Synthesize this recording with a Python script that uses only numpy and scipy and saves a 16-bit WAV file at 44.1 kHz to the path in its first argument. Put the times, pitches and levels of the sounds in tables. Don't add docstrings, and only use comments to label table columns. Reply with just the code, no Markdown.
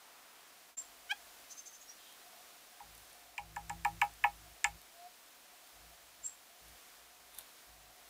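import sys
import numpy as np
from scipy import signal
from scipy.fft import rfft, irfft, next_fast_len
from scipy.io import wavfile

SR = 44100
rng = np.random.default_rng(int(sys.argv[2]) if len(sys.argv) > 2 else 0)


def dump(signal):
    limited = np.clip(np.atleast_2d(signal).T, -1, 1)
    pcm = np.round(limited * 32767).astype(np.int16)
    wavfile.write(sys.argv[1], SR, pcm)


N = 356813
T = np.arange(N) / SR


# t/s, strength/dB, extra knock/dB, extra clack/dB, extra tick/dB
BLOWS = [(2.799, -46.5, -12, -13, -10.5), (3.3794, -39, -13, 7.5, 4), (3.562, -37, -1.5, -11, 3),
         (3.696, -36, -2.5, -5.5, 10.5), (3.848, -25.5, -4.5, -6, -1), (4.015, -23.5, 0, 1, -3),
         (4.239, -23, 0.5, 3, -14.5), (4.643, -31, 6.5, 9, 18.5)]
RANGE_CENTRES = [1000, 1700, 2400, 7400, 13000]
# f/Hz, level/dB, t60/s (the time to fade by 60 dB)
POST_TONES = [(698.9, -16.5, 0.16), (820.6, 6.5, 0.1), (936.5, 6, 0.057), (1040, -7, 0.054),
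              (1251, -15, 0.086), (1323, -16.5, 0.12), (1732, 3, 0.035), (1890, -16, 0.074),
              (2050, -16, 0.023), (2220, -4, 0.063), (2398, 5, 0.017), (2610, 1.5, 0.019), (2845, -5, 0.03),
              (3090, -18, 0.059), (5030, -13.5, 0.015), (7330, -8.5, 0.01), (7580, -9, 0.0067),
              (8600, -15.5, 0.014), (13920, -18, 0.021), (15200, -29, 0.11)]
# f/Hz, level/dB
WEAK_TONES = [(330, -40), (550, -9), (1000, -14), (1500, -16.5), (2400, -7), (3400, -23), (5000, -33.5),
              (7400, -28.5), (10000, -41), (15000, -35)]

def pecks(travel_s=0.0038, spread=0.18, weak_t60=0.024, detune=0.0012, swell_s=0.0093, count=110):
    out, t = np.zeros(N), np.arange(SR // 6) / SR
    for s, strength_db, knock_db, clack_db, tick_db in BLOWS:
        weak_hz = np.geomspace(WEAK_TONES[0][0], WEAK_TONES[-1][0], count)
        weak_hz *= 1 + 0.021 * rng.standard_normal(count)
        weak_db = 20 * np.log10(spectrum_at(weak_hz, WEAK_TONES))
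        weak = np.column_stack([weak_hz, weak_db, weak_t60 * (2400 / weak_hz) ** 0.34])
        hz, db, t60 = np.vstack([POST_TONES, weak]).T[:, :, None]
        head_start = np.r_[np.zeros(len(POST_TONES)), rng.random(count)][:, None]
        colour_db = np.interp(np.log(hz), np.log(RANGE_CENTRES), [0, knock_db, clack_db, tick_db, 0])
        delay = travel_s * (1000 / hz) ** 1.39
        arrival = .5 + .5 * np.tanh((t - delay) / (2 * spread * delay))
        swell = 1 - np.exp(-(t / (swell_s * (900 / hz) ** 3)) ** 2)
        loudness = undb(strength_db + db + colour_db) * arrival * swell * fade(t - delay, t60)
        cycles = hz * (1 + detune * rng.standard_normal(hz.shape)) * t + head_start
        add(out, s, np.sum(loudness * np.sin(2 * np.pi * cycles), axis=0))
    return out


def crumbs(level_db=-28, t60=0.22, hz=7000, width_hz=10000, grit_db=3.5):
    out, t = np.zeros(N), np.arange(SR // 6) / SR
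    for s, strength_db, _, _, tick_db in BLOWS:
        grit = undb(grit_db * wander(720, len(t))) * band(hz, width_hz, len(t))
        add(out, s, undb(strength_db + level_db + tick_db * 0.36) * grit * fade(t, t60))
    return out


# start t/s, length/s, level/dB, bobbing depth/dB
BIRD_SPELLS = [(.79, .66, -80.5, 4), (2.81, .21, -65.5, 2), (3.04, .3, -75.5, 1),
               (3.386, 0.37, -57.5, -0.5), (3.676, 0.354, -53, 1), (4.2, .33, -62, 0.5),
               (4.648, 0.11, -57.5, -0.5), (5.728, 0.2, -65.5, 1), (5.97, .34, -75, 4),
               (6.6, 0.16, -66.5, 3), (6.947, .49, -77, 4.5), (7.66, .25, -66, -0.5),
               (7.97, 0.11, -78.5, 3)]

def shaking(rest_db=-92.5, bob_hz=5.57, attack_s=0.027, t60=0.19, jolt_db=-33, jolt_t60=0.86):
    power = undb(rest_db) ** 2
    for s, length, db, depth_db in BIRD_SPELLS:
        bob_db = -depth_db * np.cos(2 * np.pi * bob_hz * (T - s))
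        power += (undb(db + bob_db) * envelope(s, length, attack_s, t60)) ** 2
    for s, strength_db, *_ in BLOWS:
        power += (undb(strength_db + jolt_db) * envelope(s, 0, attack_s, jolt_t60)) ** 2
    return 10 * np.log10(power)


# f/Hz, width/Hz, level/dB
HUM_TONES = [(54.5, 6, 0.5), (78, 13, -11.5), (104, 12.5, -6.5), (164, 9.1, -5), (333, 10.2, -14)]

def post_hum(level_db=-1, waver_db=2.5, rumble_db=-13, brighten=0.18):
    shake_db, hum = shaking(), 0
    for hz, width_hz, db in HUM_TONES:
        tone = np.sin(phase_of(hz + width_hz / 3 * wander(22)))
        tilt_db = brighten * (shake_db - shake_db.max()) * np.log2(hz / HUM_TONES[0][0])
        hum += undb(db + tilt_db + waver_db * wander(14)) * tone
    rumble = signal.sosfilt(signal.butter(2, 220, fs=SR, output="sos"), band(60, 98))
    return (hum + undb(rumble_db) * rumble) * undb(shake_db + level_db)


# t/s, f/Hz, level/dB
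NASAL_NOTE = [(1.088, 730, -66), (1.098, 741, -45), (1.106, 758, -38), (1.114, 802, -29.5),
              (1.121, 830, -34.5), (1.127, 834, -41), (1.134, 790, -66)]
# f/Hz, level/dB
THROAT_SHAPE = [(800, -23), (1600, 0.5), (2400, -2), (3200, -1.5), (4000, -17), (4800, -18.5), (5600, -18),
                (6400, -23), (8000, -29), (11000, -34.5)]

def nasal_note(jitter=0.0128, rasp_db=-23, ring_db=-6, ring_lag_s=0.012):
    pitch = curve(NASAL_NOTE) * (1 + jitter * wander(1200))
    effort = undb(curve(NASAL_NOTE, 2)) * (T > NASAL_NOTE[0][0]) * (T < NASAL_NOTE[-1][0])
    phase = phase_of(pitch)
    voice = sum(spectrum_at(k * pitch, THROAT_SHAPE) * np.sin(k * phase) for k in range(1, 14))
    rasp = undb(rasp_db) * band(4000, 4000)
    late_effort = np.interp(T - ring_lag_s, T, effort ** 2 / effort.max())
    ring = undb(ring_db) * late_effort * np.sin(2 * np.pi * POST_TONES[1][0] * T)
    return effort * (unit(voice) + rasp) + ring


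# middle t/s, length of the loud part/s, f/Hz, level/dB, roughness from 0 to 1
BIRD_CHIRPS = [(0.789, 0.033, 7410, -39.5, 0.12), (1.518, .038, 6230, -52, 0.43),
               (1.589, 0.043, 6320, -51, .33), (1.673, 0.034, 6370, -50.5, 0.33),
               (1.748, 0.046, 6230, -56.5, .35), (1.822, .047, 6700, -61, 0.44),
               (1.901, .05, 5720, -53.5, 0.2), (2.071, .24, 3210, -69.5, 0.84),
               (6.261, .052, 7550, -40.5, 0.12)]

def chirps(arch=0.035, jitter=0.085, flutter_db=1.5, rasp_db=3, upper_ratio=1.145, upper_db=1):
    out = np.zeros(N)
    for s, length, hz, db, rough in BIRD_CHIRPS:
        size = int(length * 1.4 * SR)
        position = np.linspace(-1, 1, size)
        note = rough * undb(rasp_db) * band(0.9 * hz, width_hz=2200, size=size)
        bend = 1 - arch * position * (position - .8)
        for voice_hz, gain in ((hz, 1), (hz * upper_ratio, rough * undb(upper_db))):
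            pitch = voice_hz * (bend + jitter * rough * wander(1500, size))
            flutter = undb(flutter_db * wander(254, size))
            note += np.sqrt(2) * gain * flutter * np.sin(phase_of(pitch))
        swell = np.cos(np.pi * position / 2) ** 2
        add(out, s - size / SR / 2, undb(db) * swell * note)
    return out


# t/s, level/dB
TOUCHES = [(1.116, -44), (2.125, -50), (2.951, -48), (2.979, -51), (3.130, -50), (4.138, -50), (4.816, -49),
           (5.674, -52), (6.682, -49), (7.3475, -48), (7.386, -37), (7.387, -33.5)]

def ticks(t60=0.011, wood_db=-16):
    out, t = np.zeros(N), np.arange(SR // 16) / SR
    for s, db in TOUCHES:
        snap = band(hz=10000, width_hz=3500, size=len(t))
        wood = undb(wood_db) * band(hz=3600, width_hz=500, size=len(t))
        add(out, s, undb(db) * (snap + wood) * fade(t, t60))
    return out


# hardest push t/s, level/dB, t60/s
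STROKES = [(7.347, -59, .1), (7.387, -53, 0.14)]
# f/Hz, width/Hz, level/dB
HOLE_TONES = [(765, 150, -10), (1600, 920, -8), (3600, 110, -5), (4130, 200, -9), (11100, 1800, -1)]

def scrape(grit_db=4, rise_db_per_s=900):
    push = 0
    for s, db, t60 in STROKES:
        press = undb(db + rise_db_per_s * np.clip(T - s, -1, 0))
        push += press * fade(np.maximum(T - s, 0), t60)
    slips = push * undb(grit_db * wander(500))
    return slips * sum(undb(db) * band(hz, width_hz) for hz, width_hz, db in HOLE_TONES)


def far_tone(end_s=5.07, length_s=0.17, end_hz=716, glide_hz_per_s=300, end_db=-56.5, db_per_s=125):
    t = np.clip(T - end_s, -2 * length_s, 0)
    tone = np.sqrt(2) * np.sin(phase_of(end_hz + glide_hz_per_s * t))
    swell = undb(end_db + db_per_s * t)
    return tone * swell * envelope(end_s - length_s, length_s, attack_s=.02, t60=0.078)


# f/Hz, level/dB
HISS_SHAPE = [(18, -40), (30, -9), (58, -16), (102, -20), (299, -7), (359, -9.5), (591, -5.5), (709, -4),
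              (787, -6), (1170, -5), (2830, -7), (4090, -7.5), (4420, -8), (13300, -12), (15500, -10.5)]
# t/s, level/dB
TYRES = [(0, -68), (.4, -69), (.75, -77), (2.5, -89), (8.09, -83)]
# t/s, level change/dB
BACKGROUND_DIP = [(.70, 4.5), (.745, -3.5), (.768, -26), (.771, 6)]

def outdoor_air(hiss_db=-64, swell_db=0.77, drone_db=-79, waver_db=2.5):
    hiss = coloured(lambda f: spectrum_at(f, HISS_SHAPE), N)
    hiss *= undb(hiss_db + swell_db * wander(2.934))
    drone = undb(drone_db + waver_db * wander(3.04)) * band(hz=715, width_hz=35)
    tyres = undb(curve(TYRES)) * band(hz=1020, width_hz=960)
    return (hiss + drone + tyres + far_tone()) * undb(curve(BACKGROUND_DIP))


def yard_echo(sound, echo_db, t60, first_s=0.0035):
    t = np.arange(SR // 2) / SR
    echoes = rng.standard_normal(len(t)) ** 3 * (t > first_s) * fade(t, t60)
    return sound + undb(echo_db) * signal.fftconvolve(sound, echoes / np.linalg.norm(echoes))[:N]


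def undb(db):
    return 10 ** (np.asarray(db) / 20)


def unit(x):
    return x / np.sqrt(np.mean(x ** 2))


def fade(t, t60):
    return undb(-60 * t / t60)


def envelope(start_s, length_s, attack_s, t60):
    t = T - start_s
    return np.clip(t / attack_s, 0, 1) * fade(np.maximum(t - length_s, 0), t60)


def phase_of(hz):
    return 2 * np.pi * np.cumsum(hz) / SR


def curve(rows, column=1):
    rows = np.asarray(rows)
    return np.interp(T, rows[:, 0], rows[:, column])


def spectrum_at(hz, points):
    f, db = np.transpose(points)
    return undb(np.interp(np.log(hz + 1), np.log(f), db))


def coloured(gain_at, size):
    padded = next_fast_len(size, True)
    f = np.fft.rfftfreq(padded, 1 / SR) + 1e-6
    return unit(irfft(rfft(rng.standard_normal(padded)) * gain_at(f), padded)[:size])


def band(hz, width_hz, size=N):
    return coloured(lambda f: 1 / np.hypot(1, (f * f - hz * hz) / (f * width_hz)), size)


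def wander(rate, size=N):
    steps = np.arange(size) * rate / SR
    targets = rng.standard_normal(size // 8)
    eased = steps - np.sin(2 * np.pi * steps) / (2 * np.pi)
    return np.interp(eased, np.arange(len(targets)), targets)


def add(track, s, sound):
    i = int(s * SR)
    track[i:i + len(sound)] += sound[:N - i]


def scene():
    taps = yard_echo(pecks() + crumbs() + ticks() + scrape(), echo_db=-15.5, t60=0.12, first_s=.008)
    note = yard_echo(nasal_note(), echo_db=-14.5, t60=0.13)
    far_birds = yard_echo(chirps(), echo_db=-7, t60=0.19)
    return np.tile(taps + note + far_birds + post_hum() + outdoor_air(), (2, 1))


def record(dry, top_hz=15550):
    return signal.sosfilt(signal.ellip(10, .2, 70, top_hz, fs=SR, output="sos"), dry)


dry = scene()
out = record(dry)
dump(out)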